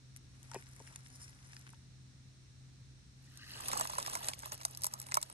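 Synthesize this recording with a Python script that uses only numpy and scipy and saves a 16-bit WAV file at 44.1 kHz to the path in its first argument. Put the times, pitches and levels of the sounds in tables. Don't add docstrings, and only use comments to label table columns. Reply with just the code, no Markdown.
import sys
import numpy as np
from scipy import signal
from scipy.fft import rfft, irfft, next_fast_len
from scipy.io import wavfile
from scipy.ndimage import uniform_filter1d, map_coordinates

SR = 44100
rng = np.random.default_rng(int(sys.argv[2]) if len(sys.argv) > 2 else 0)


def materialize(psi):
    bounded = np.clip(np.atleast_2d(psi).T, -1, 1)
    quanta = np.round(bounded * 32767).astype(np.int16)
    wavfile.write(sys.argv[1], SR, quanta)


N = 235185

# (s, peak dB, pitch Hz, low edge Hz)
CRUST_TICKS = [(0.162, -53, 8500, 1490), (0.170, -57.5, 9100, 2500), (0.429, -57, 9000, 2470), (0.514, -53, 5700, 4070), (0.535, -56, 3860, 1300), (0.5433, -48, 7460, 4000),
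               (0.623, -64, 8750, 6000), (0.752, -67, 8600, 4480), (0.9586, -47, 6700, 2600), (1.532, -59.5, 3520, 2480), (1.565, -53.5, 4200, 3000), (1.691, -65, 2700, 2400)]
# (s, level dB, contact pitch Hz)
KNOCKS = [(0.515, -38.5, 1270), (0.533, -43, 1500), (0.545, -29.5, 670), (0.5506, -38, 2450), (0.5525, -32.5, 714), (0.556, -43, 2270), (0.558, -47, 2370), (0.56, -23.5, 450),
          (0.801, -39.5, 685), (0.810, -45.5, 330), (0.875, -49.5, 2150), (0.9576, -48, 1850), (1.532, -52, 1970), (1.566, -49, 1800), (1.733, -47, 1280)]
# (Hz, dB, t60 s)
BOARD = [(221, 4, 0.025), (412, -1.5, 0.044), (530, 4.5, 0.016), (720, -10, 0.027), (887, 1.5, 0.036), (1140, -14, 0.024), (1520, -1.5, 0.015), (1824, -9, 0.038), (2566, -7, 0.062)]
# (s, peak dB, pitch Hz, low edge Hz, hollow low ring dB)
SNAPS = [(3.373, -45, 6200, 4600, -75), (3.6828, -27.5, 10600, 4300, -71), (3.715, -32, 5440, 2000, -54), (3.7304, -35, 5640, 1980, -35),
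         (3.7737, -28, 6740, 5500, -51), (3.7963, -29, 11000, 7000, -37.5), (3.8093, -26, 7600, 1500, -32), (3.851, -42, 2460, 1200, -39.5), (3.8726, -33.5, 6700, 2500, -57),
         (3.896, -40.5, 4200, 1600, -40), (3.9331, -42, 10700, 1600, -42.5), (3.9519, -38.5, 9700, 1800, -54), (3.9825, -29, 8000, 1800, -30),
         (4.0262, -34.5, 3760, 2980, -60), (4.0617, -33, 5400, 2000, -49), (4.073, -36.5, 3900, 1800, -43.5), (4.1318, -35, 10800, 1500, -43), (4.152, -28, 7500, 1500, -38.5),
         (4.2438, -37, 4800, 2200, -62), (4.2847, -24, 6700, 2800, -43), (4.313, -49, 7400, 1300, -62), (4.334, -33.5, 2850, 2900, -54.5),
         (4.3905, -38.5, 10100, 6000, -72), (4.4324, -44.5, 1550, 1300, -49), (4.4567, -35.5, 11500, 3300, -45), (4.519, -33.5, 6900, 2000, -45.5), (4.612, -42, 4300, 2200, -51.5),
         (4.65, -22.5, 6160, 5230, -41), (4.7097, -46, 11000, 4600, -80), (4.748, -41.5, 5000, 3300, -77), (4.7726, -35.5, 10300, 4170, -74),
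         (4.8187, -36.5, 10000, 3500, -73), (4.835, -26, 7900, 5900, -61), (4.8426, -24.5, 11000, 4200, -39), (4.853, -31, 11000, 4500, -70), (4.8662, -25.5, 8000, 5400, -43.5),
         (4.9369, -30.5, 10800, 3850, -45.5), (4.99, -45, 9200, 5400, -73), (4.9989, -35, 7860, 6540, -62), (5.015, -38.5, 11000, 2280, -62), (5.066, -42, 9600, 2800, -56),
         (5.086, -47, 2220, 1700, -60), (5.1135, -39, 3920, 1500, -60), (5.119, -32, 2090, 1470, -46), (5.1419, -20, 7000, 3320, -49), (5.1517, -30, 8440, 3980, -43),
         (5.1696, -25.5, 8200, 1800, -25.5), (5.2138, -38, 7940, 3800, -65), (5.227, -28, 5030, 4550, -47.5), (5.2984, -44.5, 7940, 2800, -52)]
# (Hz, dB, t60 s)
LEAF_BED = [(396, 0.5, 0.033), (613, 4, 0.06), (892, 13.5, 0.023), (1071, 7.5, 0.037), (1286, 11, 0.029), (2060, -7.5, 0.065)]
# (s, dB below the hardest press)
PRESSING = [(3.25, -33.5), (3.45, -29.5), (3.58, -15), (3.67, -8), (3.72, -5), (3.81, -5), (3.885, -15), (3.91, -12), (4.2, -13), (4.29, -8), (4.36, -25), (4.46, -17), (4.512, -22.5), (4.525, -7), (4.57, -24), (5.33, -23.5)]
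# (Hz, dB per Hz)
SNAP_COLOUR = [(500, -16), (1500, 3), (2300, -0.5), (3200, -6), (4200, -4), (5200, 0.5), (6800, -1.5), (9000, -1), (9900, -4.5), (10600, 5), (11600, -2.5), (13300, -24), (15000, -26)]
SMEAR_COLOUR = [(300, 5), (900, 9), (2000, 10), (3000, 2), (4000, -5.5), (5500, 3), (8000, -3), (11000, 6.5), (12500, -22), (16000, -103)]
CRACKLE_COLOUR = [(900, 7), (2500, -2.5), (4100, -3), (5200, -0.5), (6800, -3.5), (9000, -0.5), (9900, 0), (10600, 1.5), (11600, 0), (12800, -26), (16000, -72)]
AIR_COLOUR = [(20, -30), (45, -1), (72, 4), (110, 4), (170, -4.5), (260, -7), (450, -20), (1000, -24.5), (1700, -21), (3200, -24), (4100, -17.5), (4800, -23), (5600, -18), (7300, -26), (9500, -25.5), (10200, -55), (12000, -36.5), (16000, -90)]
# (Hz, dB)
HUM = [(130, -60), (260.5, -77.5)]
CUTOFF_HZ = 16500
TIME = np.arange(N) / SR
CRUNCH_COLOUR = [(200, 2), (400, -12), (600, -3.5), (920, 5), (1300, 0), (1700, -23.5), (4000, -26)]
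# (Hz, radians by which the left port lags)
PORT_PHASE = [(260, 0.37), (520, 2.06), (860, 2.38), (1380, 2.95), (2150, 5.08), (3360, 4.17), (4300, 7.75), (6600, 11.77), (8000, 20.46), (8900, 20), (10500, 21.77), (11700, 25), (12700, 25.3)]
# (Hz, width Hz, dB)
RUBBING = [(1284, 180, 1.5), (1790, 870, 5.5), (2800, 1050, 4.5), (4200, 3400, 3.5)]
CRUMB_COUNT, CRUMB_DB, CRUMB_HZ = 60, (-72, -62), (2800, 11000)
FIRST_STROKE_S, STROKE_PERIOD_S, STROKE_FADE_DB_PER_S = 0.554, 0.324, 65
STROKE_DB = [-50, -50.5, -53, -52]
BLADE_IN_S, BLADE_OUT_S, DRAG_DB = 0.59, 1.75, -66
SNAP_RISE_S, SNAP_DECAY_S, SNAP_TAIL_DB = 0.0007, 0.001, -17
SMALL_SNAPS_FROM_S, SMALL_SNAPS_PER_S = 3.7, 55
SMALL_SNAP_DB, SMALL_SNAP_HZ = (-61.5, -31), (1800, 11000)
SMALL_SNAP_FOLLOWS = 0.36
SMALL_LOW_EDGE = 0.4
SMALL_HOLLOW_DB = -20.5
WEIGHT_DOWN_S = 3.6
# (level at the hardest press dB, dB gained per dB of weight); rubbing needs the least weight
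CRUNCH_LAW, RUSTLE_LAW, CRACKLE_LAW = (-56.5, 1), (-46.5, 0.97), (-37, 0.98)
SLIDE_S, SLIDE_WIDTH_S, SLIDE_DB = 3.508, 0.15, -55.5
# (middle s, half length s, level dB)
RASPS = [(0.875, 0.011, -59.5), (1.063, 0.014, -61.5), (1.144, 0.03, -61), (1.229, 0.026, -51), (1.29, 0.017, -61)]
# (Hz, width Hz, dB)
RASP_RING = [(5400, 1050, 2.5), (7040, 600, 1), (9200, 770, 3), (11000, 300, 0)]
# (middle s, half length s, pitch Hz, fall Hz per s, peak dB)
WHISTLE = (5.096, 0.016, 8800, 32000, -54)


def from_db(db):
    return 10 ** (np.asarray(db) / 20)


def rms_one(x):
    return x / np.sqrt(np.mean(x ** 2) + 1e-20)




def drift(rate):
    knots = rng.standard_normal(4000)
    return np.interp(TIME * rate, np.arange(len(knots)), knots)


def colour(x, points):
    size = 2 * next_fast_len(N // 2 + 4096)
    hz, db = np.transpose(points)
    gain = rms_one(from_db(np.interp(np.log(np.fft.rfftfreq(size, 1 / SR) + 1), np.log(hz), db)))
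    cepstrum = irfft(np.log(gain))
    cepstrum[1:size // 2] *= 2
    cepstrum[size // 2 + 1:] = 0
    return irfft(rfft(x, size) * np.exp(rfft(cepstrum)))[..., :N]


def resonate(x, hz, width_hz):
    r = np.exp(-np.pi * width_hz / SR)
    return signal.lfilter(np.array([1, 0, -1]) * (1 - r * r) / 2, [1, -2 * r * np.cos(2 * np.pi * hz / SR), r * r], x + 1e-18)


def add(out, s, sound):
    i = int(s * SR)
    out[..., i:i + sound.shape[-1]] += sound[..., :N - i]


def two_ports(x, lag_ms, pan_db):
    left, right = np.broadcast_to(x, (2, N))
    late = map_coordinates(left, [np.arange(N) - lag_ms * SR / 1000], order=3)
    return np.array([late * from_db(pan_db / 2), right * from_db(-pan_db / 2)])


def pair(alike, size):
    mid, side = rng.standard_normal((2, size))
    alike = np.clip(alike, 0, 1)
    return (np.sqrt(1 + alike) * mid + np.sqrt(1 - alike) * side * [[1], [-1]]) / np.sqrt(2)


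def fracture(hz, edge_hz, peak_s, rise_s, decay_s, tail_db, tail_s, ring_db, width_hz):
    t = TIME[:2048] - peak_s
    after = np.maximum(t, 0)
    shape = np.exp(np.minimum(t, 0) / rise_s) * (np.exp(-after / decay_s) + from_db(tail_db) * np.exp(-after / tail_s))
    slips = from_db(2.5 * rng.standard_normal(len(t)))
    burst = pair(.85, len(t)) * slips * shape
    others = np.minimum(hz * rng.uniform([.6, 1.1], [.85, 1.5]), 11500)
    ring = resonate(burst, hz, width_hz) + .6 * sum(resonate(burst, f, width_hz) for f in others)
    burst = signal.lfilter(*signal.butter(1, min(2 * hz, SR / 2.3), fs=SR), burst + from_db(ring_db) * ring)
    burst = signal.lfilter(*signal.butter(2, min(edge_hz, SR / 4), "high", fs=SR), burst)
    return burst / np.sqrt(np.mean(burst ** 2) * t[-1] / decay_s)


def strike(modes, contact_hz, reach_octaves, detune, sag):
    t = TIME[:4096]
    hz, db, t60 = np.transpose(modes)[:, :, None]
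    chance = rng.standard_normal((2, len(modes), 1))
    gain = from_db(db + 2 * chance[0]) / (1 + (np.log2(hz / contact_hz) / reach_octaves) ** 2)
    gain[::2] *= -1
    turns = hz * (1 + detune * chance[1]) * np.cumsum(1 + sag * np.exp(-t / .003)) / SR
    ring = np.sum(gain / np.linalg.norm(gain) * np.sin(2 * np.pi * turns) * np.exp(-np.log(1000) * t / t60), axis=0)
    ring = ring * (1 - np.exp(-2 * contact_hz * t))
    return signal.lfilter(*signal.butter(2, contact_hz / 2, "high", fs=SR), ring)


def grains(per_s, spread_db, low_hz, high_hz, sharpness):
    sizes = from_db(spread_db * np.minimum(rng.exponential(1, N), 4)) * rng.choice([-1, 1], N)
    clicks = sizes * (rng.random(N) < per_s * from_db(3 * drift(40)) / SR)
    dealt = rng.integers(0, 16, N)
    pitches = np.geomspace(low_hz, min(high_hz, SR / 3), 16)
    return rms_one(sum(resonate(clicks * (dealt == k), hz, hz / sharpness) for k, hz in enumerate(pitches)))


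def knife():
    ticks = np.zeros((2, N))
    for s, db, hz, edge_hz in CRUST_TICKS + crumbs():
        tick = fracture(hz, edge_hz, peak_s=.001, rise_s=.0005, decay_s=.001, tail_db=-20, tail_s=.006, ring_db=12, width_hz=700)
        add(ticks, s, from_db(db + 11) * tick)
    stroke = sawing() * from_db(2 * drift(60))
    catches = grains(per_s=1200, spread_db=3.5, low_hz=4800, high_hz=10000, sharpness=10)
    squelch = grains(per_s=350, spread_db=3, low_hz=800, high_hz=3500, sharpness=6)
    smear = from_db(-9.0) * stroke * (catches + from_db(-11.0) * squelch + from_db(-1.0) * pair(0.15, N))
    return two_ports(colour(ticks + from_db(-3.5) * smear, SMEAR_COLOUR) + rasps(), lag_ms=0.2474, pan_db=3.0)


def board():
    out = np.zeros(N)
    for s, db, contact_hz in KNOCKS:
        scuff = through(rng.standard_normal(4096), [(contact_hz, contact_hz * .45, 0)]) * np.exp(-TIME[:4096] / .003)
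        add(out, s, from_db(db - 2.5) * (strike(BOARD, contact_hz, reach_octaves=0.82, detune=0.042, sag=0.055) + .5 * scuff))
    return two_ports(out, lag_ms=0.061, pan_db=3.0)


def snaps():
    cracks, hollow = np.zeros((2, N)), np.zeros(N)
    for s, db, hz, edge_hz, hollow_db in SNAPS + small_snaps():
        crack = fracture(hz, edge_hz, peak_s=0.0011, rise_s=SNAP_RISE_S, decay_s=SNAP_DECAY_S, tail_db=SNAP_TAIL_DB, tail_s=0.0066, ring_db=7.0, width_hz=140)
        add(cracks, s, from_db(db) * crack)
        add(hollow, s + 0.0011, from_db(hollow_db + 10.5) * strike(LEAF_BED, contact_hz=890, reach_octaves=1.0, detune=0.039, sag=0.11))
    return from_ground(colour(cracks, SNAP_COLOUR), pan_db=0.4) + from_ground(hollow, pan_db=-4.0)


def leaves():
    pinned = np.clip((TIME - SLIDE_S) / (WEIGHT_DOWN_S - SLIDE_S), 0, 1)
    crunch_gain, crackle_gain = under_weight(CRUNCH_LAW) * pinned * clumps(), under_weight(CRACKLE_LAW) * clumps()
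    rustle_gain = under_weight(RUSTLE_LAW) + from_db(SLIDE_DB) * np.exp(-((TIME - SLIDE_S) / SLIDE_WIDTH_S) ** 2)
    crunch = 1.25 * grains(per_s=260, spread_db=3, low_hz=480, high_hz=1400, sharpness=12) + .4 * pair(.5, N)
    rub = .8 * grains(per_s=700, spread_db=3, low_hz=1200, high_hz=4500, sharpness=16) + .75 * pair(.2, N)
    fine = .9 * grains(per_s=1400, spread_db=3, low_hz=2600, high_hz=12000, sharpness=20) + .55 * pair(.3, N)
    dull = crunch_gain * from_db(3.5) * colour(crunch, CRUNCH_COLOUR)
    around = two_ports(rustle_gain * through(rub, RUBBING), lag_ms=0.11, pan_db=1.0)
    bright = crackle_gain * colour(fine, CRACKLE_COLOUR)
    return around + from_ground(dull, pan_db=-5.0) + from_ground(bright, pan_db=-0.5)


def outdoors():
    lows = signal.sosfilt(signal.butter(2, 350, fs=SR, output="sos"), pair(.88, N))
    highs = signal.sosfilt(signal.butter(2, 350, "high", fs=SR, output="sos"), pair(0.015, N))
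    air = from_db(-60.5) * colour(lows + highs, AIR_COLOUR)
    turns = np.cumsum(1 + 0.0056 * drift(5.0)) / SR
    hum = sum(from_db(db + 1.84 * drift(14)) * np.sqrt(2) * np.sin(2 * np.pi * hz * turns) for hz, db in HUM)
    return air + two_ports(hum, lag_ms=0.51, pan_db=1.0)


def from_ground(x, pan_db):
    size = 2 * next_fast_len(N // 2 + 4096)
    left, right = np.broadcast_to(x, (2, N))
    phase = np.interp(np.fft.rfftfreq(size, 1 / SR), *np.transpose(PORT_PHASE))
    late = irfft(rfft(left, size) * np.exp(-1j * phase))[:N]
    return np.array([late * from_db(pan_db / 2), right * from_db(-pan_db / 2)])


def sawing():
    middles = FIRST_STROKE_S + STROKE_PERIOD_S * np.arange(len(STROKE_DB))
    strokes = sum(from_db(db - STROKE_FADE_DB_PER_S * np.abs(TIME - s)) ** 2 for s, db in zip(middles, STROKE_DB))
    in_meat = uniform_filter1d(1.0 * ((TIME > BLADE_IN_S) & (TIME < BLADE_OUT_S)), size=4096)
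    return np.sqrt(strokes + (from_db(DRAG_DB) * in_meat) ** 2)


def under_weight(law):
    full_db, follows = law
    return from_db(full_db + follows * np.interp(TIME, *np.transpose(PRESSING))) * np.clip((TIME - PRESSING[0][0]) * 10 + 1, 0, 1)


def small_snaps():
    low, high = np.transpose([(SMALL_SNAPS_FROM_S, TIME[-1]), SMALL_SNAP_DB, SMALL_SNAP_HZ])
    s, db, hz = (low + (high - low) * rng.random((int(SMALL_SNAPS_PER_S * (TIME[-1] - SMALL_SNAPS_FROM_S)), 3))).T
    db = db + SMALL_SNAP_FOLLOWS * np.interp(s, *np.transpose(PRESSING))
    return list(zip(s, db, hz, SMALL_LOW_EDGE * hz, db + SMALL_HOLLOW_DB))


def rasps():
    gain = sum(from_db(db) * np.exp(-((TIME - s) / half_s) ** 2) for s, half_s, db in RASPS)
    slips = pair(.7, N) * from_db(5 * drift(300))
    return gain * through(slips, RASP_RING)


def through(x, resonances):
    return rms_one(sum(from_db(db) * resonate(resonate(x, hz, width_hz), hz, width_hz) for hz, width_hz, db in resonances))


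def crumbs():
    low, high = np.transpose([(BLADE_IN_S, BLADE_OUT_S), CRUMB_DB, CRUMB_HZ])
    return [(s, db, hz, SMALL_LOW_EDGE * hz) for s, db, hz in low + (high - low) * rng.random((CRUMB_COUNT, 3))]


def whistle():
    s, half_s, hz, fall_hz_per_s, db = WHISTLE
    t = TIME - s
    return from_db(db) * np.exp(-(t / half_s) ** 2) * np.sin(2 * np.pi * t * (hz - fall_hz_per_s * t / 2))


def clumps():
    return rms_one(from_db(1.8 * drift(120) + 1.8 * drift(45)))


def scene():
    return knife() + board() + snaps() + leaves() + whistle() + outdoors()


def record(dry):
    return signal.sosfilt(signal.ellip(10, .1, 80, CUTOFF_HZ, fs=SR, output="sos"), dry)


dry = scene()
out = record(dry)
materialize(out)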